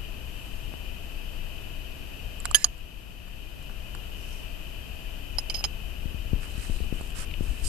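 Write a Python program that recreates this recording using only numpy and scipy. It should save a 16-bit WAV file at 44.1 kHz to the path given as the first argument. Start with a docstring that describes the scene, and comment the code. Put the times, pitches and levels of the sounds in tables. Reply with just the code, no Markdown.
"""Plastic ticks, two hard knocks, then clinks and short scrapes sound on the right in a quiet room.
An earphone is being seated on a metal coupler (its socket) and a steel clamp set over it: each part rings
when it is hit or dragged. The stand sways and hums; skin rubs and squeaks. A hand-held camera rumbles,
bumps, hisses and whines faintly, and its gain control turns the sound down after the hardest knock."""
import sys
import numpy as np
from scipy import signal
from scipy.fft import rfft, irfft
from scipy.io import wavfile
from scipy.ndimage import minimum_filter1d, map_coordinates

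SR = 44100
rng = np.random.default_rng(int(sys.argv[2]) if len(sys.argv) > 2 else 0)


def wrap_up_sound(samples):
    """Save the sound to the file named by the first command line argument, as 16-bit audio."""
    columns = np.atleast_2d(samples).T
    # keep every value between -1 and 1, then stretch to whole-number steps
    tamed = np.clip(columns, -1, 1)
    steps = np.round(tamed * 32767).astype(np.int16)
    wavfile.write(sys.argv[1], SR, steps)


N = 338688

# modes (natural tones) of the shell, the coupler, both pressed together, and the clamp: (frequency [Hz])
SHELL_HZ = (700, 1200, 1450, 1650, 1900, 4450, 7350, 7850, 8400, 8750, 9400, 10950, 12000)
COUPLER_HZ = (700, 1250, 1707, 1958, 3120, 3320, 3516, 4175, 4860, 5100, 6380, 6530, 6720, 7400, 8845, 9220,
              9719, 10050, 10375, 12250, 12750)
PRESSED_HZ = (1720, 2040, 2870, 4110, 5130, 6630, 7110, 7370, 9290, 10300)
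CLAMP_HZ = (820, 1200, 2330, 3075, 4100, 4603, 4900, 5085, 5290, 6450, 7300, 9340, 9964, 10730, 11800)
# pitches, low to high, that the point of contact boosts or softens: (frequency [Hz])
CONTACT_HZ = [1200, 3000, 5000, 6500, 10000]
# low bumps that reach the camera body: (time [s], level [dB], length of the push [s])
BUMPS = [(0.688, -19, 0.0058), (5.648, -25, 0.0033), (6.06, -17, 0.002), (6.147, -22, 0.0014),
         (6.335, -9, 0.0016), (6.584, -21.5, 0.0026), (6.699, -17.5, 0.0011), (6.722, -15, 0.009),
         (6.805, -22, 0.00067), (6.829, -11, 0.0086), (6.927, -13.5, 0.00099), (7.41, -13, 0.0012),
         (7.499, -12.5, 0.0089), (7.641, -13.5, 0.0085)]


def earphone():
    """The plastic shell is touched, knocks and chatters on the coupler, slides and drops into its seat."""
    # modes of the shell, the coupler and both pressed together: (frequency [Hz], level [dB], ring time [s])
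    shell = [SHELL_HZ, (-21, -4, 4.5, -3, -12, -4, -6.5, -6, -6, -10, -2, -12, -6),
             (0.068, 0.023, 0.013, 0.013, 0.016, 0.012, 0.028, 0.018, 0.015, .016, 0.015, .012, .006)]
    coupler = [COUPLER_HZ, (-21.5, -18, -12.5, -22, -1.5, -5, -13, -16.5, -6, -19, -10, -2.5, -18, -29, -20, -13, -15, -9, -24, -18, -21),
               (.03, .022, .085, .07, .032, .03, 0.025, 0.042, 0.028, .04, .025, .038, .04, .05, 0.04, 0.034, .03, .038, 0.047, .025, .025)]
    pressed = [PRESSED_HZ, (-4, -3, -7, -4, 1, -4, 2, 3, -3, -5),
               (.05, .04, .03, 0.039, 0.029, .03, .04, .03, .022, .04)]
    # how each mode of the shell changes in a loose hold: (level change [dB])
    loose_db = (3, 6.5, -19, -14, -6, -9, 2, 8.5, -8, 0, -12, -4, -6)
    # light touches on the shell: (time [s], level [dB], treble over bass [dB], looseness [0-1])
    ticks = [(2.4012, -21, 12, 0.6), (2.447, -25, 4, 0), (2.454, -4, 2, 0), (2.5113, -9.5, 1, 0.84),
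             (2.6432, -8, -18, 0.28), (2.779, -29, -1, 0), (3.28, -30, -10, 0.1), (3.626, -31, 5, 0),
             (3.696, -32, -20, 0), (3.949, -21, -7, 0), (7.0118, -24.5, 3, 0.1), (7.103, -34, 19, 0),
             (7.578, -38, 5, 0)]
    # blows on the coupler: (time [s], level [dB], ring [factor], pitch shift [%], 5 contact boosts [dB])
    knocks = [(2.5456, 0.5, 0.94, .7, -3, 4, -7.5, -4.5, 2),
              (2.55205, -7, 0.97, 1.3, -2, -18, -8, 3.5, 10.5),
              (2.6431, 1, 0.53, 1.5, -14, -6.5, 11.5, 8.5, 1)]
    out = blows(knocks, coupler, crack_db=-26, crack_t60=0.074, flat_percent=2.06)
    hz, mode_db, t60 = np.array(shell, float)
    for s, db, treble_db, loose in ticks:
        contact = [(1500, -treble_db / 2), (8000, treble_db / 2)]
        held = [hz, mode_db + loose * np.array(loose_db), t60]
        tick = strike(held, ring=0.7, crack_db=-11.0 - 4.1 * loose, crack_t60=0.033, contact=contact)
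        add(out, s, undb(db) * tick / 2)
    chatter = scrape(coupler, (-13, -9, 3, 4, 9), start=2.5465, length=0.022, db=-21, fade_db=-10,
                     grit_db=-4.0, grit_top_hz=12600, ring=0.36, rise_percent=2.6)
    slide = scrape(pressed, (0, 0, 0, 0, 0), start=2.564, length=0.073, db=-36.5, fade_db=3,
                   grit_db=-2.5, grit_top_hz=11000, ring=.8, rise_percent=4.2)
    settle = scrape(shell, (-2, -12, -7, -9, 0), start=2.648, length=0.024, db=-39, fade_db=-5,
                    grit_db=-2, grit_top_hz=10000, ring=0.45)
    return out + chatter + slide + settle


def clamp():
    """The steel clamp touches down, drags with a thin singing tone and settles with a bounce."""
    # modes of the clamp: (frequency [Hz], level [dB], ring time [s])
    steel = [CLAMP_HZ, (-13.5, -20.5, -22.5, -8.5, -8, -14, 5, -2.5, -9, -18, -22, -22, -13.5, -32, -18),
             (0.014, 0.018, 0.034, 0.023, 0.011, 0.018, 0.012, 0.04, .022, 0.069, .02, .04, 0.055, 0.035, 0.036)]
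    # blows on the clamp: (time [s], level [dB], ring [factor], pitch shift [%], 5 contact boosts [dB])
    hits = [(5.384, -11.5, 0.86, 0.4, 8, -6, 4.5, -0.5, -2), (5.4983, -8.5, 0.32, -5, -4, -1, 2, 0, -16),
            (5.5003, -20.5, 1.44, -.4, 6, 11.5, -1, -3, -4), (5.5452, -22, 1, 0.5, 5, 9, 5, -1, -12),
            (5.5522, -22.5, 0.75, -0.5, 10, 9, 3, -3, -6),
            (5.6085, -26, 0.31, -4, 28, -11, -2.3, -4.5, -11),
            (5.6402, -11, 0.79, 0.4, 10.5, 9.5, -0.5, 8.5, -7),
            (5.6478, -12.5, 0.8, 2.2, 10.5, 4.5, 2.5, 2, -11)]
    # modes that sing as it drags: (frequency [Hz], level [dB])
    singing = [(5085, -31), (9945, -45), (11800, -40.5)]
    clinks = blows(hits, steel, crack_db=-16, crack_t60=0.053, flat_percent=0.84)
    drag = scrape(steel, (7, 0, 0, 2, -7), start=5.54, length=0.068, db=-35, fade_db=-13,
                  grit_db=-24, grit_top_hz=8800, ring=0.63, rise_percent=-2)
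    tone = sing(singing, start=5.543, length=0.064, fade_db=-8.5, flutter_db=3.5, waver_hz=26)
    return clinks + drag + tone


def blows(hits, modes, crack_db, crack_t60, flat_percent):
    """A series of blows on one metal body; the way it is held shifts its pitch a little."""
    out = np.zeros(N)
    hz, mode_db, t60 = np.array(modes, float)
    for s, db, ring, shift, *boosts_db in hits:
        held = [hz * (1 + shift / 100), mode_db, t60]
        contact = list(zip(CONTACT_HZ, boosts_db))
        add(out, s, undb(db) * strike(held, ring, crack_db, crack_t60, contact, flat_percent))
    return out


def strike(modes, ring, crack_db, crack_t60, contact, flat_percent=0, rise_s=0.001, firm_s=0.0062):
    """One blow makes a short crack and sets the body's modes ringing; ring scales both fade times."""
    # tone colour of the crack: (frequency [Hz], level [dB])
    crack_shape = [(300, -32), (900, 1), (1300, 0.5), (4500, 1.5), (8000, -3.5), (12000, -10), (14000, -23)]
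    t = np.arange(SR // 5) / SR
    hz, db, t60 = np.array(modes, float)[:, :, None]
    # the pitch starts flat_percent low and rises as the contact firms
    cycles = hz * (t - flat_percent / 100 * firm_s * (1 - np.exp(-t / firm_s)))
    tones = undb(db) * contour(hz, contact) * np.sin(2 * np.pi * cycles) * decay(t, t60 * ring)
    crack = unit(colour(rng.standard_normal(len(t)), crack_shape)) * decay(t, crack_t60 * ring)
    onset = 1 - np.exp(-(t / rise_s) ** 2)
    return (tones.sum(0) + undb(crack_db) * crack) * onset


def scrape(modes, boosts_db, start, length, db, fade_db, grit_db, grit_top_hz, ring, rise_percent=0):
    """Sliding is many tiny hits: they hiss and keep a body ringing, and pressure can bend its pitch."""
    size, n = SR // 4, int(length * SR)
    grains = rng.standard_normal(size) * np.exp(0.38 * walk(430, size))
    slide = grains[:n] * undb(np.linspace(0, fade_db, n))
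    one_hit = strike(modes, ring, crack_db=-26, crack_t60=.015, contact=list(zip(CONTACT_HZ, boosts_db)))
    ringing = signal.fftconvolve(slide, one_hit)
    pressure = np.minimum(np.arange(len(ringing)) / n, 1) - .5 + 0.24 * walk(110, len(ringing))
    speed = 1 + rise_percent / 100 * pressure
    bent = map_coordinates(ringing, [np.cumsum(speed)])  # read faster for a higher pitch
    out = np.zeros(N)
    add(out, start, bent / bent[:n].std())
    add(out, start, undb(grit_db) * unit(band(slide, 1100, grit_top_hz)))
    return undb(db) * out


def sing(modes, start, length, fade_db, flutter_db, waver_hz):
    """Quick sticking and slipping drives a few modes: thin tones that flutter and waver together."""
    t = np.arange(SR // 4) / SR
    swell = np.interp(t, [0, .008, length, length + .02], [0, 1, 1, 0])
    level = swell * undb(fade_db * t / length + flutter_db * walk(200, len(t)))
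    drift = waver_hz * walk(150, len(t))
    out = np.zeros(N)
    for hz, db in modes:
        phase = 2 * np.pi * np.cumsum(hz + drift * hz / modes[0][0]) / SR
        add(out, start, undb(db) * level * np.sin(phase))
    return out


def squeak():
    """Skin sticks and slips in a brief squeak under the last rub."""
    # modes that squeak: (frequency [Hz], level [dB])
    modes = [(4830, -38), (8440, -32)]
    return sing(modes, start=7.661, length=.03, fade_db=5, flutter_db=-1.0, waver_hz=14)


def stand():
    """Pressing on the coupler sets its stand swaying with a brief hum, mostly on the right."""
    # pushes on the stand: (time [s], level [dB], ring time [s])
    pushes = [(2.474, -33, .2), (2.496, -28, 0.15), (2.658, -29, 0.27)]
    # low modes of the stand: (frequency [Hz], level [dB])
    modes = [(54, 0), (98, -8)]
    out, t = np.zeros(N), np.arange(SR // 3) / SR
    hum = sum(undb(db) * np.sin(2 * np.pi * hz * t) for hz, db in modes) * (1 - np.exp(-t / .004))
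    for s, db, t60 in pushes:
        add(out, s, undb(db) * hum * decay(t, t60))
    return place(out, -4, 3)


def rubs(slips_per_s=670, rasp_width_hz=450):
    """Skin brushes the parts: a grainy swish, a lower rustle, and tiny slips that ring what they catch."""
    # tone colour of sliding skin: (frequency [Hz], level [dB])
    skin_shape = [(2000, -19), (3600, -3.5), (4900, 5.5), (6000, 3), (7300, 6.5), (8500, 9.5), (10000, 5),
                  (12000, -3), (15000, -34)]
    # skin and sleeve strokes: (middle [s], length [s], level [dB], rustle [dB], rasp [Hz], rasp [dB])
    strokes = [(.5, 0.7, -60, -14, 4000, -20), (4.304, 0.33, -55, -6, 5670, -3),
               (6.438, 0.067, -58.5, 9, 1480, 11.5), (6.64, 0.53, -49.5, -5, 3960, -6),
               (6.63, 0.11, -54.5, -4, 1920, 3), (6.76, 0.097, -65, -6, 4100, 3),
               (7.011, 0.29, -52.5, -1, 2010, -12), (7.2, 0.11, -39, -2, 1350, -6),
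               (7.545, 0.36, -49.5, -4, 4000, -12), (7.674, 0.084, -35, -23, 4850, -8)]
    t = np.arange(N) / SR
    swish = unit(colour(rng.standard_normal(N), skin_shape) * undb(2 * walk(250) + 0.9 * walk(40)))
    rustle = unit(band(rng.standard_normal(N), 1040, 2900) * undb(2.8 * walk(180) + 0.92 * walk(30)))
    slips = (rng.random(N) < slips_per_s / SR) * rng.standard_normal(N)
    out = np.zeros(N)
    for s, length, db, rustle_db, rasp_hz, rasp_db in strokes:
        swell = np.maximum(1 - (2 * (t - s) / length) ** 2, 0) ** 0.8
        rasp = unit(band(slips, rasp_hz - rasp_width_hz / 2, rasp_hz + rasp_width_hz / 2, order=1))
        out += undb(db) * swell * (swish + undb(rustle_db) * rustle + undb(rasp_db) * rasp)
    return place(out, -28, 0)


def camera_body():
    """The holding hand rumbles, bumps, taps and creaks through the case, mostly on the left."""
    # tone colour of the rumble: (frequency [Hz], level [dB])
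    rumble_shape = [(10, -13), (28, 2), (45, -6), (65, -7.5), (100, -21), (200, -27.5), (400, -34.5),
                    (1500, -66)]
    # sharp taps on the case: (time [s], left level [dB], right level [dB], treble limit [Hz])
    case_taps = [(.7392, -20.5, -42, 1700), (7.0107, -38, -18, 1100)]
    # creaks of the grip: (time [s], level [dB])
    grip_creaks = [(7.312, -31), (7.3392, -25)]
    common, extra = (unit(colour(rng.standard_normal(N), rumble_shape)) for _ in range(2))
    rumble = (place(common, 4.8, -8) + place(extra, -17.5, -19.5)) * grip()
    bumps, creaks, taps = np.zeros(N), np.zeros(N), np.zeros((2, N))
    age = np.arange(SR // 10) / SR
    for s, db, push in BUMPS:
        add(bumps, s - 2 * push, undb(db) * (age / push) ** 2 * np.exp(2 - 2 * age / push))
    for s, left_db, right_db, top_hz in case_taps:
        tap = band(-np.exp(-age / 0.0011), 120, top_hz)
        add(taps[0], s, undb(left_db) * tap)
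        add(taps[1], s, undb(right_db) * tap)
    for s, db in grip_creaks:
        add(creaks, s, undb(db) * rng.standard_normal(len(age)) * np.exp(-age / 0.0025))
    bumps = place(band(bumps, 21.6, 580, order=3), 2.4, -22.0)
    creaks = place(band(creaks, 2280, 3070), 12.0, -2.4)
    return rumble + taps + bumps + creaks


def grip(still_db=-38.5, swing_db=5, wobble_db=-1.17, shake_db=-17, shake_s=0.017):
    """Strength of the rumble: low in a still hand, higher as the camera swings, shaken up by each bump."""
    t = np.arange(N) / SR
    swing = np.clip((t - 5.45) / 0.88, 0, 1)  # starts at 5.45 s, takes 0.88 s to reach full speed
    power = undb(still_db + swing_db * swing + wobble_db * walk(2.08)) ** 2
    age = t[:SR] / shake_s
    for s, db, _ in BUMPS:
        add(power, s, (undb(db + shake_db) * age * np.exp(1 - age)) ** 2)
    return np.sqrt(power)


def background(whine_hz=12857):
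    """Room noise and microphone hiss with a few resonances, under a thin wavering whine."""
    # tone colour of the room noise: (frequency [Hz], level [dB per Hz])
    room_shape = [(20, -76), (100, -67.5), (200, -74.5), (450, -80), (1000, -85.5), (2000, -92),
                  (5000, -95.5), (9000, -97.5), (12500, -99.5), (14200, -106)]
    # resonances in the hiss: (frequency [Hz], width [Hz], left [dB per Hz], right [dB per Hz])
    hiss_peaks = [(647, 125, -77.5, -99), (1750, 930, -86.5, -105), (2502, 282, -73.5, -118),
                  (2645, 152, -72.5, -85), (2938, 300, -71, -92.5), (3144, 110, -75, -96),
                  (3500, 870, -88.5, -110), (4640, 1040, -93, -105)]
    hz = np.fft.rfftfreq(N, 1 / SR)
    white = rng.standard_normal((3, N)) * np.sqrt(SR / 2)
    power = sum(place(1 / (1 + (2 * (hz - centre) / width) ** 4), left_db, right_db) ** 2
                for centre, width, left_db, right_db in hiss_peaks)
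    hiss = irfft(rfft(white[2]) * np.sqrt(power), N)
    phase = 2 * np.pi * np.cumsum(whine_hz + 6 * walk(60)) / SR
    whine = np.sqrt(2) * place(np.sin([phase, phase + 2.57]), -57.5, -53)
    return colour(white[:2], room_shape) + hiss + whine


def microphones(x, lag_s=.00004, room_db=-34, room_t60=0.2):
    """The right side faces the work; the left hears it later and duller. The room adds a faint echo."""
    # what reaches the left side: (frequency [Hz], level [dB])
    shade = [(500, 0.5), (1300, -35), (2700, -2.5), (3300, -16.5), (5000, -9.0), (6300, -28.0),
             (9000, -44)]
    t = np.arange(SR // 3) / SR
    tail = rng.standard_normal((2, len(t))) * decay(t, room_t60)
    tail /= np.sqrt(np.sum(tail ** 2, axis=1, keepdims=True))
    left = np.roll(colour(x, shade), round(lag_s * SR))
    direct = np.array([left, x])
    return direct + undb(room_db) * signal.fftconvolve(direct, tail, axes=1)[:, :N]


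def gain_control(x, threshold_db=-5.5, depth_db=4.5, hold_s=0.45, recovery_db_per_s=5.0, attack_s=0.026):
    """Loud peaks pull the volume down; it waits, then creeps back."""
    over_db = np.clip(20 * np.log10(np.abs(x).max(0) + 1e-9) - threshold_db, 0, depth_db)
    ramp = recovery_db_per_s * np.arange(N) / SR
    cut_db = np.maximum.accumulate(over_db + ramp) - ramp
    half = int(hold_s * SR / 2)
    held_db = -minimum_filter1d(-cut_db, 2 * half + 1, origin=half, mode="nearest")
    smoothing = np.exp(-1 / (attack_s * SR))
    return x * undb(-signal.lfilter([1 - smoothing], [1, -smoothing], held_db))


def undb(db):
    """Turn decibels into a volume factor."""
    return 10 ** (np.asarray(db) / 20)


def unit(x):
    """Scale to an average (rms) level of 1."""
    return x / np.sqrt(np.mean(x ** 2))


def decay(t, t60):
    """Fade by 60 dB in t60 seconds, the ring time."""
    return np.exp(-np.log(1000) * t / t60)


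def contour(hz, points):
    """Volume factors at hz along an outline of (frequency [Hz], level [dB])."""
    at, db = np.transpose(points)
    return undb(np.interp(np.log(hz + 1), np.log(at), db))


def colour(x, points):
    """Shape a sound's lows and highs to an outline."""
    hz = np.fft.rfftfreq(x.shape[-1], 1 / SR)
    return irfft(rfft(x) * contour(hz, points), x.shape[-1])


def band(x, lo_hz, hi_hz, order=2):
    """Keep the sound between two frequencies."""
    edges = [lo_hz, min(hi_hz, SR / 2 - 100)]
    return signal.sosfilt(signal.butter(order, edges, "band", fs=SR, output="sos"), x)


def walk(rate, size=N):
    """A random wander, roughly 1 either way, with rate steps a second."""
    at = np.arange(size) / SR * rate
    knots = rng.standard_normal(size // 20)
    return np.interp(at, np.arange(len(knots)), knots)


def add(track, s, sound):
    """Mix a sound in at s seconds."""
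    i = int(s * SR)
    track[i:i + len(sound)] += sound[:max(N - i, 0)]


def place(x, left_db, right_db):
    """Set a sound's left and right levels."""
    return undb([[left_db], [right_db]]) * x


def scene():
    """Handling sounds over the steady background."""
    return microphones(squeak() + earphone() + clamp()) + stand() + rubs() + camera_body() + background()


def record(dry):
    """The gain control acts, the hardest knock overloads, and the highest treble is cut."""
    overloaded = np.clip(gain_control(dry), -.88, .88)
    treble_cut = signal.ellip(8, .05, 70, 14600, fs=SR, output="sos")
    return signal.sosfiltfilt(treble_cut, overloaded)


dry = scene()
out = record(dry)
wrap_up_sound(out)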